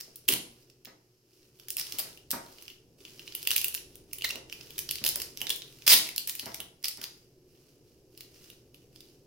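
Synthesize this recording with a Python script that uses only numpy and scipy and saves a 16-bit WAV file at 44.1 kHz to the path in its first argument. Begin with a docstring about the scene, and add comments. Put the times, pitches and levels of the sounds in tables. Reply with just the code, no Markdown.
"""Taping a parcel at a table in a small, fairly live room, the work a little right of a stereo microphone.
A faint appliance hum and low room noise are there from the start. The tape comes off the roll in short
stick-slip rasps; hands rub over plastic, roll and cardboard bump softly, and the stiff film snaps and
crinkles as it buckles. Past four seconds the taut tape squeaks, and near six comes the hardest pull.
After seven seconds only light strokes and a few small snaps are left over the hum."""
import sys
import numpy as np
from scipy import signal
from scipy.fft import rfft, irfft
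from scipy.io import wavfile

SR = 44100
rng = np.random.default_rng(int(sys.argv[2]) if len(sys.argv) > 2 else 0)


def materialize(psi):
    """Save the field psi as 16-bit PCM at rate SR to the path in sys.argv[1].

    A 1-D psi becomes a single channel; in a 2-D psi each row is a channel.
    """
    bounded = np.clip(np.atleast_2d(psi).T, -1, 1)
    quanta = np.round(bounded * 32767).astype(np.int16)
    wavfile.write(sys.argv[1], SR, quanta)


N = 408434
TIME = np.arange(N) / SR

# Low room noise, and a deep thrum under it. Each row: time in seconds, relative level in dB.
RUMBLE_LEVEL = [(0, -63), (.2, -66), (.5, -63), (1.15, -72), (1.8, -62), (2.8, -63), (3.2, -59.5),
                (5.2, -56.5), (6.1, -62), (6.8, -65), (8.4, -60.5), (9.26, -60.5)]
THRUM_LEVEL = [(0, -81), (.38, -62), (.7, -82), (1.4, -80), (2.3, -65), (2.8, -76), (3.8, -64), (4.75, -66),
               (5.05, -57), (5.6, -73), (6.25, -79), (6.55, -64), (6.8, -74), (9.26, -72)]
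# Colour of the room noise and of the microphone's hiss. Each row: frequency in Hz, relative level in dB.
RUMBLE_SPECTRUM = [(20, -5), (45, -10.5), (85, -10), (130, 2), (190, -10), (280, -5), (370, 0), (470, -7),
                   (700, -20), (1200, -35), (3000, -40.5)]
HISS_SPECTRUM = [(100, -4.5), (1000, 0), (2000, -4.5), (2900, 2.5), (3500, -5), (5200, 7), (7500, -2),
                 (9500, -9), (11700, 3), (14000, -6), (16000, -8.5)]
# The appliance in the background. Each row: frequency in Hz, level in dB.
HUM_TONES = [(119.5, -74), (366, -74.5)]

# Tape coming off the roll. Each row: start in seconds, length in seconds, level in dB,
# top-octave lift in dB, pitch of the strip in Hz.
TAPE_PULLS = [(0, .012, -39, -1, 5110), (.2795, .013, -18, 6.5, 2940), (.294, .045, -31.5, -3, 2920),
              (1.775, .04, -34, -.5, 5160), (1.99, .012, -31, 2.5, 4940), (3.505, .035, -44, 9, 2800),
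              (4.241, .011, -27.5, 0, 3770), (5.053, .035, -35, 4, 5100), (5.864, .034, -19, -.5, 5150),
              (5.896, .022, -14.5, .5, 4850), (5.916, .027, -11.7, 2.5, 3400),
              (5.941, .038, -24.5, 5.5, 4970), (5.974, .045, -39.5, 4, 2800), (6.052, .035, -42, -8, 2670),
              (6.274, .028, -36, 9, 2500), (6.836, .02, -36, 1, 4930), (7.027, .014, -40, -6, 5040)]
# Colour of the peeling strip. Each row: frequency in Hz, relative level in dB.
PEEL_SPECTRUM = [(100, -28), (300, -17), (800, -12.5), (1400, -11.5), (2100, -4), (3000, -3.5),
                 (5300, -2.5), (7200, -8.5), (9000, -4), (12000, -2), (15500, -0.5)]
# Hands passing over the film. Each row: start in seconds, length in seconds, relative level in dB.
HAND_STROKES = [(0, .06, -53), (.13, .5, -65), (1.27, .2, -66), (1.53, .19, -61.5), (1.8, .24, -43.5),
                (2.05, .1, -59), (2.41, .28, -53.5), (2.97, .34, -53.5), (3.31, .46, -50), (3.86, .12, -62),
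                (4.07, .13, -58), (4.47, .53, -52.5), (5.06, .2, -47), (5.33, .53, -55.5), (5.98, .07, -43),
                (6.32, .22, -50), (6.79, .4, -62), (7.46, .26, -67), (7.82, .1, -69), (8.1, .18, -61),
                (8.3, .21, -55.5), (8.73, .1, -69), (8.9, .22, -64)]
# Colour of the rubbing. Each row: frequency in Hz, relative level in dB.
RUB_SPECTRUM = [(200, -24), (1200, -8), (2000, -8), (2800, 0), (3600, -6), (5200, 1), (7500, -7.5),
                (10000, -5.5), (15000, -5.5)]
# Knocks and shoves of roll and box. Each row: start in seconds, level in dB, pitch of the hollow in Hz,
# ring of the hollow in dB.
BOX_BUMPS = [(.079, -56.5, 370, 13), (.289, -34.5, 320, 20), (.317, -37, 160, 12), (.333, -45.5, 840, 5),
             (.871, -50.5, 900, -12), (1.939, -50.5, 300, 2), (1.989, -48, 700, 6), (2.055, -50, 500, -1),
             (2.329, -35, 1000, 5), (2.36, -46, 650, 6), (3.47, -55, 650, 7), (4.32, -49, 600, 20),
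             (4.352, -43.5, 540, 20), (4.6, -52, 150, 15), (5.014, -43.5, 130, 12), (5.042, -46.5, 650, 13),
             (5.158, -45.5, 550, 6), (5.412, -46, 700, 10.5), (5.5, -51, 600, 10), (5.876, -43.5, 481, 9.5),
             (5.938, -38, 330, 10.5), (6.175, -55, 230, 15), (6.427, -47.5, 300, 0), (6.464, -40, 800, 3),
             (6.595, -48, 450, -13), (6.98, -50, 400, -15), (7.015, -54, 1310, 12)]
# Colour of knocked cardboard. Each row: frequency in Hz, relative level in dB.
CARDBOARD_SPECTRUM = [(40, -13.5), (110, 3), (300, 2.5), (700, -6), (1400, -8), (2200, -5.5), (4000, -24.5),
                      (10000, -42.5)]
# Clear snaps of buckling film. Each row: start in seconds, relative energy in dB,
# tilt from flex towards tick in dB, pitch of the flex in Hz.
CREASE_SNAPS = [(.158, -18, 8, 5300), (.2875, 5, 4.5, 2940), (.3236, -2, 6, 2920), (.3379, 0, 2, 3000),
                (.6996, -31, -8, 5200), (.8494, -23.5, 5, 2750), (.8546, -19.5, -12, 5200),
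                (1.598, -25, -4, 5360), (1.6848, -14, 2, 6000), (1.7045, -6.5, 5.5, 5300),
                (1.7685, -4.5, 7, 2750), (1.7973, -7.5, 5, 4900), (1.923, -10, 0, 5750),
                (1.9858, -5.5, 5.5, 2900), (1.9921, -4, 11, 5000), (2.1742, -24, -9, 2800),
                (2.3071, -6.5, 2, 4870), (2.3133, -1, 6, 5200), (2.5848, -25, -15, 2800),
                (2.624, -23.5, 4, 5630), (2.6806, -17, -14, 2800), (2.7017, -21, -10, 3000),
                (3.0514, -18, -15, 2750), (3.1944, -18, -14, 2800), (3.2773, -15.5, -15, 2750),
                (3.3235, -20, -16, 4800), (3.3508, -6.5, 5, 3000), (3.429, -14, 3, 5300),
                (3.4517, -18, -4, 2900), (3.4731, 2.5, -1, 2800), (3.5067, 1, -2, 2900),
                (3.5145, 0, -3, 5100), (3.5344, -10, 5, 5500), (3.5636, 4.5, 4, 2720), (3.58, -1, 1, 5140),
                (3.6147, -6, 2, 2800), (3.644, 1.5, 5, 2800), (3.683, -6, 10, 3000),
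                (3.7434, -8.5, 9, 4900), (3.749, -5, 2.5, 2830), (3.777, -18, -15, 2800),
                (3.956, -23.5, 7.5, 3100), (4.1325, -9, 5, 5500), (4.1847, -15.5, 3, 3000),
                (4.2106, -17.5, -11, 2800), (4.2215, -8, -11, 2900), (4.256, -11, -11, 2800),
                (4.2918, -10.5, -4, 4830), (4.3075, -7, -9, 2750), (4.3568, -13, -7, 2800),
                (4.4978, -20.5, -15, 3000), (4.5261, -10.5, -9, 2800), (4.61, -18.5, -14, 5240),
                (4.7063, -20, -3, 2600), (4.782, -8.5, 3, 5400), (4.7905, -5, 4, 5700),
                (4.891, -7, -10, 4900), (4.9111, -2, 2, 4800), (4.9559, -9.5, -4, 5000),
                (4.9847, -15.5, -18, 4000), (5.0405, -1, -2, 5000), (5.0495, -3, 1, 4950),
                (5.0636, 2.5, -1, 6050), (5.078, -2, 7, 5150), (5.09, -1, 4, 5200), (5.159, -3, 6, 5000),
                (5.2011, -10, -1, 5400), (5.2185, -6.5, .6, 5500), (5.3732, -13, -5.5, 5400),
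                (5.4057, -15.5, .6, 2900), (5.4161, -4, -4, 3050), (5.469, -6.5, -12.5, 3700),
                (5.4945, -5, -1, 5300), (5.5038, 2, -4, 3340), (5.5618, -13.5, 13.5, 4400),
                (5.6204, -15, -21, 3780), (5.8212, -23, -12, 2500), (5.8779, 9.5, 0, 5500),
                (5.9883, -3.5, 11, 3700), (6.0906, -10.5, -4, 2300), (6.162, -8, 1, 5200),
                (6.18, -.5, 0, 4580), (6.2741, -6, 9, 5400), (6.295, -6, 2, 5400), (6.352, -11.5, 7, 2470),
                (6.3961, -6.5, -4, 4830), (6.4581, -13, -2, 5500), (6.5445, -10, 0, 5500),
                (6.603, -9.5, -2, 3000), (6.8284, -26, 1, 5900), (6.8435, -3, -6, 5200),
                (6.8561, -6, -6, 4500), (6.8829, -4, 3, 5370), (6.973, -20, -2, 5300),
                (7.0151, -14, -3.5, 5300), (7.0407, -9.5, -5, 4930), (8.1763, -22.5, 0, 5300),
                (8.2076, -17.5, -2, 5000), (8.5011, -22.5, -4, 2800), (8.7448, -27, -3, 3000),
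                (8.9602, -26, -6, 5000), (9.0066, -24, -5, 4800)]
# Colour of a snap's ringing flex and its bright tick. Each row: frequency in Hz, relative level in dB.
FLEX_SPECTRUM = [(100, -30), (500, -16.5), (1300, -16), (2000, -7), (2800, 1.5), (3900, -2), (5400, -1),
                 (7000, -9), (10000, -20), (16000, -30)]
TICK_SPECTRUM = [(100, -44.5), (2500, -29), (6500, -11), (8500, -5), (11000, 1), (15000, 1), (17000, -7)]
# Taut tape squeaking. Each row: start in seconds, length in seconds, level in dB, first pitch in Hz,
# last pitch in Hz, octave over fundamental in dB.
TAPE_SQUEAKS = [(4.241, 0.0128, -25.5, 2180, 1860, 0), (4.26, 0.019, -45, 2140, 2060, -18),
                (4.301, .009, -31.5, 2570, 2770, -11)]

# How long the room rings. Each row: frequency in Hz, seconds to fall by 60 dB.
ROOM_DECAY = [(100, .5), (500, 0.53), (2000, 0.3952), (5000, 0.355), (10000, 0.38), (16000, 0.08)]
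# Colour of the reflections at the microphone. Each row: frequency in Hz, gain in dB.
ROOM_SPECTRUM = [(100, -3.5), (1000, 2.5), (2800, -3), (5200, 2), (7500, -1.5), (11000, -4.5), (16000, -1)]
# Direct sound at the two microphone ports. Each row: frequency in Hz, left minus right in dB.
PORT_BALANCE = [(200, 0.5), (1500, -1), (2900, -3.5), (5000, -4.5), (7500, -2), (11000, -2), (15000, 1.5)]

STROKE_ATTACK_S, STROKE_RELEASE_S = .035, .05


def from_db(db):
    """Decibels to gain."""
    return 10 ** (np.asarray(db) / 20)


def rms_one(x):
    """Scale to rms 1."""
    return x / np.sqrt(np.mean(x ** 2) + 1e-20)


def energy_one(x):
    """Scale to energy 1 per channel."""
    return rms_one(x) / np.sqrt(x.shape[-1])


def at_hz(points, hz):
    """Read a table on a log-frequency axis."""
    f, value = np.transpose(points)
    return np.interp(np.log(np.maximum(hz, 1)), np.log(f), value)


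def in_time(rows):
    """Read a curve at every sample."""
    return np.interp(TIME, *np.transpose(rows))


def add(out, start_s, sound):
    """Mix a sound in at a time."""
    at = max(round(start_s * SR), 0)
    out[..., at:at + sound.shape[-1]] += sound[..., :max(N - at, 0)]


def response(spectrum, size=2048):
    """Causal (minimum-phase) impulse response of a spectrum."""
    hz = np.arange(size // 2 + 1) * SR / size
    cepstrum = irfft(np.log(from_db(at_hz(spectrum, hz))))
    cepstrum[1:size // 2] *= 2
    cepstrum[size // 2 + 1:] = 0
    return irfft(np.exp(rfft(cepstrum)))[:size // 2]


def through(x, impulse):
    """Filter both channels with an impulse response."""
    return signal.fftconvolve(x, np.atleast_2d(impulse), axes=-1)[:, :x.shape[-1]]


def resonance(x, hz, width_hz):
    """Two-pole resonance with gain 1 at its peak."""
    r = np.exp(-np.pi * width_hz / SR)
    poles = [1, -2 * r * np.cos(2 * np.pi * hz / SR), r * r]
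    return signal.lfilter(np.array([1, 0, -1]) * (1 - r * r) / 2, poles, x)


def stereo_noise(length, alike):
    """White noise whose two channels have the correlation `alike`."""
    mid, side = rng.standard_normal((2, length))
    return np.sqrt(1 + alike) * mid + np.sqrt(1 - alike) * np.array([side, -side])


def grains(length, per_s, spread_db, decay_s):
    """Amplitude of a run of uneven grains, each dying quickly."""
    onsets = rng.random(length) < per_s / SR
    sizes = onsets * from_db(spread_db * np.clip(rng.standard_normal(length), -2, 2))
    return np.sqrt(signal.lfilter([1], [1, -np.exp(-2 / (decay_s * SR))], sizes ** 2 + 1e-12))


def room_tone(thrum_hz=58, thrum_width_hz=50, thrum_trim_db=-2, hiss_db=-74.5):
    """Behind the work: low room noise, a deep thrum, microphone hiss and the appliance's steady hum."""
    rumble = through(stereo_noise(N, alike=.94), response(RUMBLE_SPECTRUM, size=8192))
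    rumble = from_db(in_time(RUMBLE_LEVEL)) * rms_one(rumble)
    thrum = stereo_noise(N, alike=1)
    for _ in range(2):
        thrum = resonance(thrum, thrum_hz, thrum_width_hz)
    thrum = from_db(in_time(THRUM_LEVEL) + thrum_trim_db) * rms_one(thrum)
    hiss = from_db(hiss_db) * rms_one(through(stereo_noise(N, alike=.1), response(HISS_SPECTRUM)))
    hum = sum(from_db(db) * np.sqrt(2) * np.sin(2 * np.pi * (hz * TIME + rng.random()))
              for hz, db in HUM_TONES)
    return rumble + thrum + hiss + hum


def tape_pulls(slips_per_s=1150, middling_db=-32, doubling_db=22, release_s=.002, ring_db=6):
    """Glue lets go in stick-slip jerks that shake the taut strip, whose free length sets its pitch."""
    out, t = np.zeros((2, N)), np.arange(SR // 10) / SR
    strip = response(PEEL_SPECTRUM)
    top_octave = signal.butter(1, 8000, "high", fs=SR)
    for start_s, length_s, db, top_db, hz in TAPE_PULLS:
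        per_s = slips_per_s * 2 ** ((db - middling_db) / doubling_db)   # a harder pull slips faster
        noise = stereo_noise(len(t), alike=.55)
        jerks = noise * (grains(len(t), per_s, spread_db=2.4, decay_s=.00021) + .08)
        rasp = through(jerks, strip)
        lift = (from_db(top_db) - 1) * signal.lfilter(*top_octave, rasp)
        ring = from_db(ring_db) * resonance(rasp, hz, width_hz=800)
        attack = 1 - np.exp(-t / (.1 * length_s))
        release = np.exp(-np.maximum(t - length_s, 0) / release_s)
        add(out, start_s, from_db(db) * rms_one(rasp + lift + ring) * attack * release)
    return out


def hand_rubbing(resting_db=-78, stroke_trim_db=-5):
    """Film crinkles finely under each stroke; in between, the resting hands still brush it."""
    pressure, t = np.full(N, from_db(resting_db)), np.arange(SR) / SR
    for start_s, length_s, db in HAND_STROKES:
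        swell = 1 - np.exp(-t / STROKE_ATTACK_S)
        fade = np.exp(-np.maximum(t - length_s, 0) / STROKE_RELEASE_S)
        add(pressure, start_s, from_db(db + stroke_trim_db) * swell * fade)
    friction = stereo_noise(N, alike=.5) * (grains(N, per_s=430, spread_db=4, decay_s=.00046) + .5)
    return pressure * rms_one(through(friction, response(RUB_SPECTRUM)))


def cardboard_bumps(rise_s=.00094, t60_s=.15):
    """Soft contacts excite the damped cardboard and the hollow under it."""
    out, t = np.zeros((2, N)), np.arange(SR // 2) / SR
    board = response(CARDBOARD_SPECTRUM)
    envelope = (1 - np.exp(-t / rise_s)) * from_db(-60 * t / t60_s)
    for start_s, db, hz, hollow_db in BOX_BUMPS:
        bass_cut = signal.butter(1, .17 * hz, "high", fs=SR)   # a small, high hollow gives little bass
        body = signal.lfilter(*bass_cut, through(stereo_noise(len(t), alike=.85), board))
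        hollow = from_db(hollow_db) * resonance(body, hz, width_hz=.48 * hz)
        add(out, start_s, from_db(db) * rms_one(body + hollow) * envelope)
    return out


def film_snaps(creases, tick_s=.00045, flex_s=.00099, tick_db=2, flex_db=-1, ring_db=7.5,
               wide_panel_hz=2800, grain_db=-12.5, fizz_s=.002, trail_s=.0042):
    """A crease flips with a bright tick and a brief ring of the film round it."""
    out, t = np.zeros((2, N)), np.arange(-220, 620) / SR   # the flip is at t = 0
    flex_body, tick_body = response(FLEX_SPECTRUM, size=512), response(TICK_SPECTRUM, size=512)
    tick_decay = (t > 0) * np.exp(-np.abs(t) / tick_s)
    flex_decay = (t > 0) * np.exp(-np.abs(t) / flex_s)
    # a faint fizz leads into each snap, and tiny cracks trail it
    grain_envelope = from_db(grain_db) * np.exp(-np.abs(t) / np.where(t < 0, fizz_s, trail_s))
    for start_s, db, tilt_db, hz in creases:
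        grain = grain_envelope * grains(len(t), per_s=1200, spread_db=9, decay_s=.00034)
        tick = through(stereo_noise(len(t), alike=.35) * (grain + tick_decay), tick_body)
        flex = through(stereo_noise(len(t), alike=.65) * (grain + flex_decay), flex_body)
        # smaller, higher panels of film ring more weakly and briefly
        ring = from_db(ring_db) * wide_panel_hz / hz * resonance(flex, hz, width_hz=.15 * hz)
        tilt = from_db(tilt_db)
        snap = from_db(flex_db) * energy_one(flex + ring) + from_db(tick_db) * tilt * energy_one(tick)
        add(out, start_s + t[0], from_db(db) * snap / np.hypot(1, tilt))
    return out


def faint_creases(per_s=15, most_per_stroke=16, pitch_range_hz=(2600, 5600)):
    """Each stroke flips creases at random, stronger under a firmer hand; rows as in CREASE_SNAPS."""
    rows = []
    for start_s, length_s, stroke_db in HAND_STROKES:
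        for k, (when, size, brightness, pitch) in enumerate(rng.random((most_per_stroke, 4))):
            after_s = STROKE_ATTACK_S + (k + when) / per_s
            if after_s < length_s:
                db = stroke_db + np.interp(size, [0, 1], [21, 27])
                tilt_db = np.interp(brightness, [0, 1], [-17, -1])
                rows.append((start_s + after_s, db, tilt_db, np.interp(pitch, [0, 1], pitch_range_hz)))
    return rows


def tape_squeaks(jitter=.25, third_db=-16):
    """Under tension the slips lock into a regular cycle for a moment."""
    out, t = np.zeros((2, N)), np.arange(SR // 20) / SR
    for start_s, length_s, db, first_hz, last_hz, octave_db in TAPE_SQUEAKS:
        progress = np.clip(t / length_s, 0, 1)
        glide_hz = first_hz + (last_hz - first_hz) * progress
        hz = glide_hz * (1 + jitter * rng.standard_normal(len(t)))
        phase = 2 * np.pi * np.cumsum(hz) / SR
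        overtones = from_db(octave_db) * np.sin(2 * phase) + from_db(third_db) * np.sin(3 * phase)
        add(out, start_s, from_db(db) * rms_one(np.sin(phase) + overtones) * np.sin(np.pi * progress))
    return out


def direct_path(x):
    """Straight from table to microphone: mostly louder at the right port, a sample later at the left."""
    left = response([(hz, db / 2) for hz, db in PORT_BALANCE], size=256)
    right = response([(hz, -db / 2) for hz, db in PORT_BALANCE], size=256)
    return through(x, np.array([np.roll(left, 1), right]))


def room_reflections(x, build_s=.003, alike_below_hz=520):
    """Diffuse reflections die at their own pace in each band; long waves reach both ports alike."""
    t, tail = np.arange(int(.7 * SR)) / SR, 0
    build_up = 1 - np.exp(-(t / build_s) ** 2)
    edges_hz = np.geomspace(60, 17000, 15)
    for low, high in zip(edges_hz, edges_hz[1:]):
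        hz = np.sqrt(low * high)
        noise = stereo_noise(len(t), alike=1 / (1 + (hz / alike_below_hz) ** 6))
        band = signal.sosfilt(signal.butter(2, [low, high], "band", fs=SR, output="sos"), noise)
        band = energy_one(band * build_up * from_db(-60 * t / at_hz(ROOM_DECAY, hz)))
        tail = tail + band * from_db(at_hz(ROOM_SPECTRUM, hz)) * np.sqrt(2 * (high - low) / SR)
    return through(x, tail)


def scene(film_send_db=-1.7, tape_send_db=-1.8, squeak_send_db=-4):
    """The work at the table reaches the microphone directly and off the walls, over the room tone."""
    tape, squeaks, bumps, background = tape_pulls(), tape_squeaks(), cardboard_bumps(), room_tone()
    film = hand_rubbing() + film_snaps(CREASE_SNAPS + faint_creases())
    to_room = (from_db(film_send_db) * film + from_db(tape_send_db) * tape
               + from_db(squeak_send_db) * squeaks + bumps)
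    return direct_path(film + tape + squeaks + bumps) + room_reflections(to_room) + background


def record(dry, cutoff_hz=16100):
    """The microphone signal is clipped at full scale and its top cut steeply."""
    top_cut = signal.ellip(10, .1, 70, cutoff_hz, fs=SR, output="sos")
    return signal.sosfilt(top_cut, np.clip(dry, -1, 1))


dry = scene()
out = record(dry)
materialize(out)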